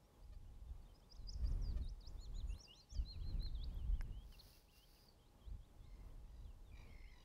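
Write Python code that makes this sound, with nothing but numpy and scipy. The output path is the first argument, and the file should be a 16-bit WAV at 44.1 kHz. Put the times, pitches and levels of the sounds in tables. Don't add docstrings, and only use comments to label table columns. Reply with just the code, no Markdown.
import sys
import numpy as np
from scipy import signal
from scipy.fft import rfft, irfft, next_fast_len
from scipy.io import wavfile
from scipy.ndimage import uniform_filter1d, map_coordinates

SR = 44100
rng = np.random.default_rng(int(sys.argv[2]) if len(sys.argv) > 2 else 0)


def wav_out(sig):
    wavfile.write(sys.argv[1], SR, np.round(np.clip(np.atleast_2d(sig).T, -1, 1) * 32767).astype(np.int16))


N = 319284

SYLLABLES = { "peak": [(0.0, 0.19, -24.5), (0.32, 0.18, -2), (0.5, 0.6, -12), (0.66, 0.72, -32),
             (0.83, 0.93, -16), (1.0, 0.0, -3.5)], "spike": [(0.0, 0.36, -15), (0.3, 0.46, -2),
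             (0.49, 0.91, -12), (0.66, 0.26, -2), (1.0, 0.042, -10.5)], "arch": [(0.0, 0.33, -11),
             (0.3, 0.76, -2), (0.61, 0.97, 2), (0.84, 0.53, -1.5), (1.0, 0.0, -9.5)],
             "hook": [(0, 0.63, -4), (.33, 0.07, -10), (.66, .3, -2.5), (.83, .6, 2.5), (1, 0.94, -14)],
             "swoop": [(0, .45, 3), (.27, .03, -7), (.5, 0.017, -5), (.72, 0.12, -2.5), (.91, .47, 7.5),
             (1, 0.98, 7.5)], "scoop": [(0, .1, -6), (.33, 0.065, -7), (.72, .38, -1.5), (1, 1, -3.5)],
             "droop": [(0.0, 0.96, -14), (0.39, 0.76, -5), (0.78, 0.74, -10), (1.0, 0.047, -3)],
             "slide": [(0, 1, -4), (.3, .69, 1), (.64, .6, 0), (.88, .39, -2), (1, 0, -11)],
             "stair": [(0.0, 0.0062, -13), (0.15, 0.125, 0.5), (0.44, 0.3, 1), (0.63, 0.78, -4),
             (1.0, 0.94, 0)], "curl": [(0, 0, -6), (.09, .02, -3), (.2, .3, 0), (.45, .16, 0),
             (.69, .49, 1), (.87, .68, -3), (1, 1, -6)], "fall": [(0.0, 0.94, -2), (0.33, 0.63, -1),
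             (0.74, 0.3, -0.5), (1.0, 0.032, -2)], "rise": [(0.0, 0.043, -6), (0.43, 0.52, -2.5),
             (1.0, 0.96, -4)]}
SONG_NOTES = { "peak": [(0.935, 0.072, 4800, 5930, -70.5), (1.091, 0.081, 4510, 6680, -63),
              (1.268, 0.074, 4526, 7090, -51), (1.44, 0.088, 4360, 7040, -61)],
              "spike": [(2.588, 0.086, 4600, 7070, -60.5), (2.73, 0.12, 4410, 7570, -70.5),
              (2.891, 0.097, 4425, 7970, -60.5), (3.745, .07, 2973, 3820, -71),
              (3.914, 0.1, 2780, 3610, -75)], "hook": [(2.005, .088, 3670, 6680, -64.5),
              (6.228, .085, 2490, 3530, -86.5)], "swoop": [(3.548, .1, 3210, 5280, -66)],
              "scoop": [(1.828, 0.077, 3580, 6330, -66), (4.72, 0.13, 2720, 3260, -73),
              (5.598, 0.059, 3160, 3960, -80), (5.803, 0.062, 3360, 4160, -80.5),
              (6.005, 0.13, 2620, 3650, -86)], "droop": [(2.201, 0.058, 5394, 7400, -66.5),
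              (2.344, 0.054, 6400, 7020, -65.5), (2.47, 0.065, 4800, 7365, -67.5)],
              "slide": [(1.615, .116, 3230, 6090, -68)], "arch": [(.665, 0.043, 3300, 3650, -87),
              (0.845, 0.035, 3195, 3740, -81), (1.808, 0.021, 3970, 4300, -73),
              (2.085, 0.028, 6630, 7100, -81), (2.176, 0.1, 2950, 4390, -69.5),
              (2.337, 0.089, 2770, 4187, -67.5), (3.049, 0.099, 3730, 4225, -61),
              (3.195, 0.048, 2360, 3360, -73.5), (3.223, 0.109, 3765, 4230, -68),
              (3.393, 0.098, 3580, 4244, -60), (3.665, .05, 2380, 2540, -85.5),
              (4.387, 0.027, 3100, 4380, -61)], "stair": [(2.492, .108, 2510, 4460, -71.5),
              (2.666, 0.152, 2638, 4370, -67.5)], "curl": [(5.182, .118, 2830, 4900, -84),
              (5.39, .123, 2800, 5100, -80.5)], "fall": [(.13, 0.038, 3120, 3550, -87),
              (.815, 0.02, 4280, 4830, -84), (1.185, 0.062, 3900, 4320, -83.5),
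              (0.885, 0.038, 3080, 3133, -84), (2.903, 0.1363, 2660, 3700, -77),
              (3.121, 0.048, 2290, 3250, -77), (3.321, 0.071, 2275, 3270, -80),
              (3.805, .045, 2670, 3020, -81.5), (4.016, 0.054, 2646, 3400, -86),
              (4.319, 0.039, 2600, 3250, -71.5), (4.47, 0.06, 2780, 3630, -89),
              (4.525, 0.047, 2680, 2750, -79), (4.955, 0.04, 2290, 3230, -81.5),
              (5.677, 0.043, 2820, 3950, -91.5), (5.875, 0.067, 2770, 3860, -92),
              (6.445, 0.08, 2550, 3780, -83.5), (6.649, 0.058, 3310, 3920, -84),
              (7.012, 0.016, 2400, 4020, -82)], "rise": [(0.022, 0.0526, 5060, 5840, -84),
              (0.22, 0.029, 4410, 5020, -79), (.322, 0.039, 3950, 4910, -81),
              (0.53, 0.025, 3200, 4224, -87), (1.019, 0.034, 2877, 3790, -79),
              (1.145, 0.019, 2920, 4120, -78.5), (.45, .04, 2670, 3090, -86),
              (3.685, 0.064, 2750, 3500, -77), (3.8, 0.1, 2300, 3550, -83), (4.08, 0.05, 2680, 3050, -84),
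              (4.12, 0.12, 2780, 3360, -73), (4.682, 0.032, 2343, 3510, -76.5),
              (6.852, 0.075, 2505, 3400, -79), (7.038, 0.072, 2454, 3330, -77.5),
              (7.21, 0.028, 2680, 3550, -79)]}
# [dB, the arch's is added]
WAVERING_SOUNDS = [(1.336, 0.22, 8570, 8860, -92.5), (1.472, 0.15, 8500, 9350, -87),
                   (1.762, .17, 8700, 9140, -91), (2.437, .15, 8400, 9700, -85.5),
                   (2.578, .15, 8070, 8300, -94), (4.863, .27, 4280, 4890, -82)]
GULL_CALL_NOTES = {"full": [(5.82, .29, 1030, 1080, -85.5), (6.712, 0.152, 1170, 1210, -73),
                   (6.866, .28, 1045, 1100, -72)], "thin": [(5.84, .18, 1040, 1070, -85),
                   (6.27, .2, 984, 960, -83), (6.745, 0.095, 962, 975, -73.5), (7.11, .2, 961, 1002, -74)]}
# length_share [0-1], pitch_change_left [0-1], relative_level_db [dB]
GULL_CRY_SHAPE = [(0, 1, -6), (.3, .4, -1), (.72, .15, -1), (1, 0.0045, -3.5)]
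# frequency_hz [Hz], relative_level_db [dB]
FULL_GULL_THROAT = [(1050, -24), (2100, 0), (2450, 6), (3150, -27), (4200, -10.5), (5200, -9), (7000, -46)]
THIN_GULL_THROAT = [(1950, -5.5), (2900, -12), (3850, -4), (4850, -5.5), (7000, -19)]
# start_s [s], attack_s [s], hold_s [s], relative_buffet_db [dB], release_s [s]
GUST_EVENTS = [(0.153, 0.15, 0.49, -57.5, 0.13), (1.104, 0.39, 0.033, -45.5, 0.022),
               (1.367, 0.016, 0.44, -46.5, 0.11), (2.014, 0.081, 0.039, -52, 0.18),
               (2.243, 0.1, 0.2, -47, 0.028), (2.898, 0.097, 0.03, -47.5, 0.076),
               (3.092, 0.08, 0.74, -48.5, 0.1), (3.832, 0.041, 0.077, -43.5, 0.18),
               (5.429, 0.079, 0.027, -54, 0.081), (5.65, 0.17, 1.24, -59.5, 0.15)]
# [dB, before the fade around the middle]
THUMP_EVENTS = [(.715, -40), (1.446, -35), (2.997, -30.5), (3.934, -29.5), (5.519, -42)]
# frequency_hz [Hz], relative_level_db [dB per Hz]
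RUMBLE_SPECTRUM = [(12, -31), (22, 0.5), (38, 0.5), (55, -1), (229, -29.5), (600, -46), (2400, -60),
                   (9000, -73)]
# time_s [s], relative_level_db [dB]
BREEZE_LEVEL = [(0, -79), (1.27, -74.5), (4.17, -75), (4.76, -76.5), (7.24, -72)]
# frequency_hz [Hz], relative_level_db [dB per Hz]
BREEZE_SPECTRUM = [(40, -20), (100, -6.5), (283, -14.5), (543, -17), (750, -22), (1080, -21.5),
                   (1400, -30.5), (4000, -44)]
# time_s [s], relative_level_db [dB]
RUSTLE_STROKES = [(4.23, -93), (4.32, -82.5), (4.47, -76.5), (4.58, -78.5), (4.68, -93.5), (4.77, -77.5),
                  (4.85, -86.5), (4.93, -81), (5.04, -83.5), (5.14, -97)]
# frequency_hz [Hz], relative_level_db [dB per Hz]
RUSTLE_SPECTRUM = [(3400, -10), (4800, 1), (6600, -11), (7300, -24), (9900, -9.5), (10400, -6),
                   (11000, -11.5), (15500, -7)]
# start_s [s], knock_gain_db [dB], ping_gain_db [dB], ping_hz [Hz]
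MOUNT_TICKS = [(2.581, -66.5, -67, 11700), (3.425, -66.5, -63, 11500), (3.464, -59, -79, 12100),
               (3.742, -81.5, -66, 13000), (4.0105, -46.5, -85, 8750), (4.021, -66, -66, 12000),
               (4.325, -65, -53.5, 4720)]
# pitch_hz [Hz], relative_level_db [dB], t60_s [s]
MOUNT_MODES = [(1663, 1, 0.013), (2050, -0.5, 0.0089), (1040, 0.5, 0.004), (5200, -5, 0.0081)]
# [dB, before the body's response]
MOUNT_CREAKS = [(0.335, -89.5), (1.445, -85), (1.777, -81.5), (2.953, -88.5)]
# frequency_hz [Hz], gain_db [dB]
CREAK_BODY = [(200, 15), (600, 30.5), (1800, 22.0), (3000, 19.5), (6000, 12.5), (12000, -2)]
# frequency_hz [Hz], relative_level_db [dB per Hz]
HISS_SPECTRUM = [(700, -22), (1300, -6.5), (3500, -3), (7200, -7.5), (14000, -12.5), (15500, -27.5)]

CALM_DB = -72.5
TURBULENCE_DB, TURBULENCE_PER_S = 1.5, 9.8
HUM_HZ = 829.3
TOP_HZ = 15750


def amp(db):
    return 10 ** (np.asarray(db) / 20)


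def unit(x):
    return x / np.sqrt(np.mean(x ** 2) + 1e-20)


def along(points, hz):
    f, v = np.transpose(points)
    return np.interp(np.log(hz + 1), np.log(f + 1), v)


def curve(rows):
    return np.interp(np.arange(N) / SR, *np.transpose(rows))


def wobble(rate, size=N):
    knots = rng.standard_normal(int(size * rate / SR) + 4)
    return map_coordinates(knots, [np.arange(size) * rate / SR])


def filtered(x, response):
    m = next_fast_len(N + SR // 2)
    return irfft(rfft(x, m) * response(np.fft.rfftfreq(m, 1 / SR)), m)[:N]


def noise(spectrum):
    white = rng.standard_normal(N)
    return unit(filtered(white, lambda hz: amp(along(spectrum, hz))))


def add(track, s, sound):
    room = track[max(round(s * SR), 0):][:len(sound)]
    room += sound[:len(room)]


def sung(shape, s, length, low_hz, high_hz, level_db):
    when, height, db = np.transpose(shape)
    pitch = low_hz * (high_hz / low_hz) ** height
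    return np.column_stack([s + length * when, pitch, level_db + db])


def glide(note, fade):
    u = np.linspace(0, len(note) - 1, 100)
    s, hz, db = (map_coordinates(col, [u], mode="mirror") for col in np.transpose(note))
    s = np.maximum.accumulate(s)
    t = s[0] + np.arange(int((s[-1] - s[0]) * SR) + 2) / SR
    ends = np.clip(np.minimum(t - t[0], t[-1] - t) / fade, 0, 1)
    return t[0], np.interp(t, s, hz), ends * amp(np.interp(t, s, db))


def gliding_tones(notes, waver, waver_rate, flutter_db):
    track = np.zeros(N)
    for note in notes:
        s, hz, gain = glide(note, fade=0.003)
        hz = hz * (1 + waver * wobble(waver_rate, size=len(hz)))
        gain = gain * amp(flutter_db * wobble(161.5, size=len(hz)))
        tone = np.sqrt(2) * np.sin(2 * np.pi * np.cumsum(hz) / SR)
        add(track, s, gain * tone)
    return track


def whistles():
    notes = [sung(SYLLABLES[name], *row) for name, rows in SONG_NOTES.items() for row in rows]
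    return gliding_tones(notes, waver=0.007, waver_rate=250, flutter_db=2.5)


def wavering_sounds():
    arches = [sung(SYLLABLES["arch"], *row) for row in WAVERING_SOUNDS]
    return gliding_tones(arches, waver=0.024, waver_rate=500, flutter_db=5.5)


def gull(calls, throat, rasp_hz, sag, sharpness, jitter, shimmer_db):
    voice = np.zeros(N)
    k = np.arange(1, 8)[:, None]
    for call in calls:
        s, hz, gain = glide(call, fade=0.0044)
        beat_hz = rasp_hz * (1 + 0.022 * wobble(50, size=len(hz)))
        beat = 2 * np.pi * np.cumsum(beat_hz) / SR - np.pi
        hz = hz * (1 - sag * np.sin(beat) + jitter * wobble(900, size=len(hz)))
        shimmer = shimmer_db * np.array([wobble(207.3, size=len(hz)) for _ in k])
        partials = amp(along(throat, k * hz) + shimmer)
        phase = 2 * np.pi * k * np.cumsum(hz) / SR + rng.uniform(0, 2 * np.pi, k.shape)
        tone = np.sum(partials * np.sin(phase), axis=0)
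        rasp = (1 + np.cos(beat)) ** sharpness
        add(voice, s, gain * unit(tone * rasp))
    return voice


def moor(x, t60, onset, stir_rate):
    t = np.arange(SR) / SR
    tail = rng.standard_normal(SR) * amp(-60 * t / t60) * (1 - np.exp(-t / onset))
    return signal.fftconvolve(x * wobble(stir_rate), tail / np.linalg.norm(tail))[:N]


def gusts():
    t = np.arange(N) / SR
    power = np.full(N, amp(CALM_DB) ** 2)
    for s, attack, hold, db, release in GUST_EVENTS:
        rise = np.clip((t - s) / attack, 0, 1)
        fall = np.exp(-np.maximum(t - s - attack - hold, 0) / release)
        power += (amp(db) * rise * fall) ** 2
    return np.sqrt(power) * amp(TURBULENCE_DB * wobble(TURBULENCE_PER_S))


def buffeting(buffet_db, evenness):
    eddies = noise(RUMBLE_SPECTRUM)
    swell = np.sqrt(np.abs(uniform_filter1d(eddies ** 2, size=SR // 12)) + 1e-6)
    return gusts() * amp(buffet_db) * unit(eddies / swell ** evenness)


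def thumps(thump_hz, width):
    t = np.arange(N) / SR
    total = np.zeros(N)
    for s, db in THUMP_EVENTS:
        swing = -amp(db) * np.sin(2 * np.pi * thump_hz * (t - s))
        total += swing * np.exp(-((t - s) / width) ** 2)
    return total


def rustle(level_db, grain_db):
    before = (RUSTLE_STROKES[0][0] - 0.1, -120)
    after = (RUSTLE_STROKES[-1][0] + 0.072, -120)
    level = curve([before] + list(RUSTLE_STROKES) + [after])
    grain = amp(grain_db * wobble(650))
    return amp(level + level_db) * unit(noise(RUSTLE_SPECTRUM) * grain)


def mount_ticks(crack_db, crack_hz):
    t = np.arange(SR // 20) / SR
    ring = sum(amp(db - 60 * t / t60) * np.sin(2 * np.pi * hz * t) for hz, db, t60 in MOUNT_MODES)
    low_pass = signal.butter(2, crack_hz, fs=SR)
    ticks = np.zeros(N)
    for s, db, ping_db, ping_hz in MOUNT_TICKS:
        crack = signal.lfilter(*low_pass, rng.standard_normal(len(t)))
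        knock = 0.83 * ring + amp(crack_db - 60 * t / 0.011) * crack
        rough = wobble(ping_hz / 5, size=len(t))
        ping = amp(-60 * t / 0.025) * rough * np.sin(2 * np.pi * ping_hz * t)
        add(ticks, s, amp(db) * knock + amp(ping_db) * ping)
    return ticks


def mount_creaks(creak_hz, creak_width):
    t = np.arange(SR // 20) / SR
    middle = t.mean()
    slips = np.zeros(N)
    for s, db in MOUNT_CREAKS:
        turns = np.cumsum(creak_hz * (1 + 0.031 * wobble(400, size=len(t)))) / SR
        run = np.diff(np.floor(turns), prepend=0)
        add(slips, s - middle, amp(db) * unit(run) * np.exp(-((t - middle) / creak_width) ** 2))
    return filtered(slips, lambda hz: amp(along(CREAK_BODY, hz)))


def breeze(breeze_db):
    level_db = curve(BREEZE_LEVEL) + breeze_db + 2.4 * wobble(6.1)
    return amp(level_db) * noise(BREEZE_SPECTRUM)


def background(hiss_db, hum_db):
    hum_hz = HUM_HZ + 0.7 * wobble(7.4)
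    hum = np.sqrt(2) * np.sin(2 * np.pi * np.cumsum(hum_hz) / SR)
    return amp(hiss_db) * noise(HISS_SPECTRUM) + amp(hum_db) * hum


def scene():
    song = whistles()
    wavering = wavering_sounds()

    cries = {voice: [sung(GULL_CRY_SHAPE, *row) for row in rows] for voice, rows in GULL_CALL_NOTES.items()}
    gulls = gull(cries["full"], FULL_GULL_THROAT, rasp_hz=53.5, sag=0.022, sharpness=0.8,
                 jitter=0.012, shimmer_db=3)
    gulls += gull(cries["thin"], THIN_GULL_THROAT, rasp_hz=47, sag=0.01, sharpness=0.6,
                  jitter=0.02, shimmer_db=4)

    stray = amp(-9) * song + amp(-3) * wavering + gulls
    scatter = amp(-7.5) * moor(stray, t60=0.25, onset=0.003, stir_rate=230)
    scatter += amp(-7) * moor(stray, t60=0.95, onset=0.004, stir_rate=850)

    wind = buffeting(buffet_db=2.5, evenness=0.81) + thumps(thump_hz=49.0, width=0.012)
    wind += breeze(breeze_db=2)
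    close = rustle(level_db=8.5, grain_db=2.0) + mount_ticks(crack_db=-10.0, crack_hz=7950)
    close += mount_creaks(creak_hz=596.0, creak_width=0.012)
    floor = background(hiss_db=-83.5, hum_db=-87.5)
    return (song + wavering + gulls + scatter + wind + close + floor)[None]


def record(dry):
    return filtered(dry[0], lambda hz: hz < TOP_HZ)[None]


dry = scene()
out = record(dry)
wav_out(out)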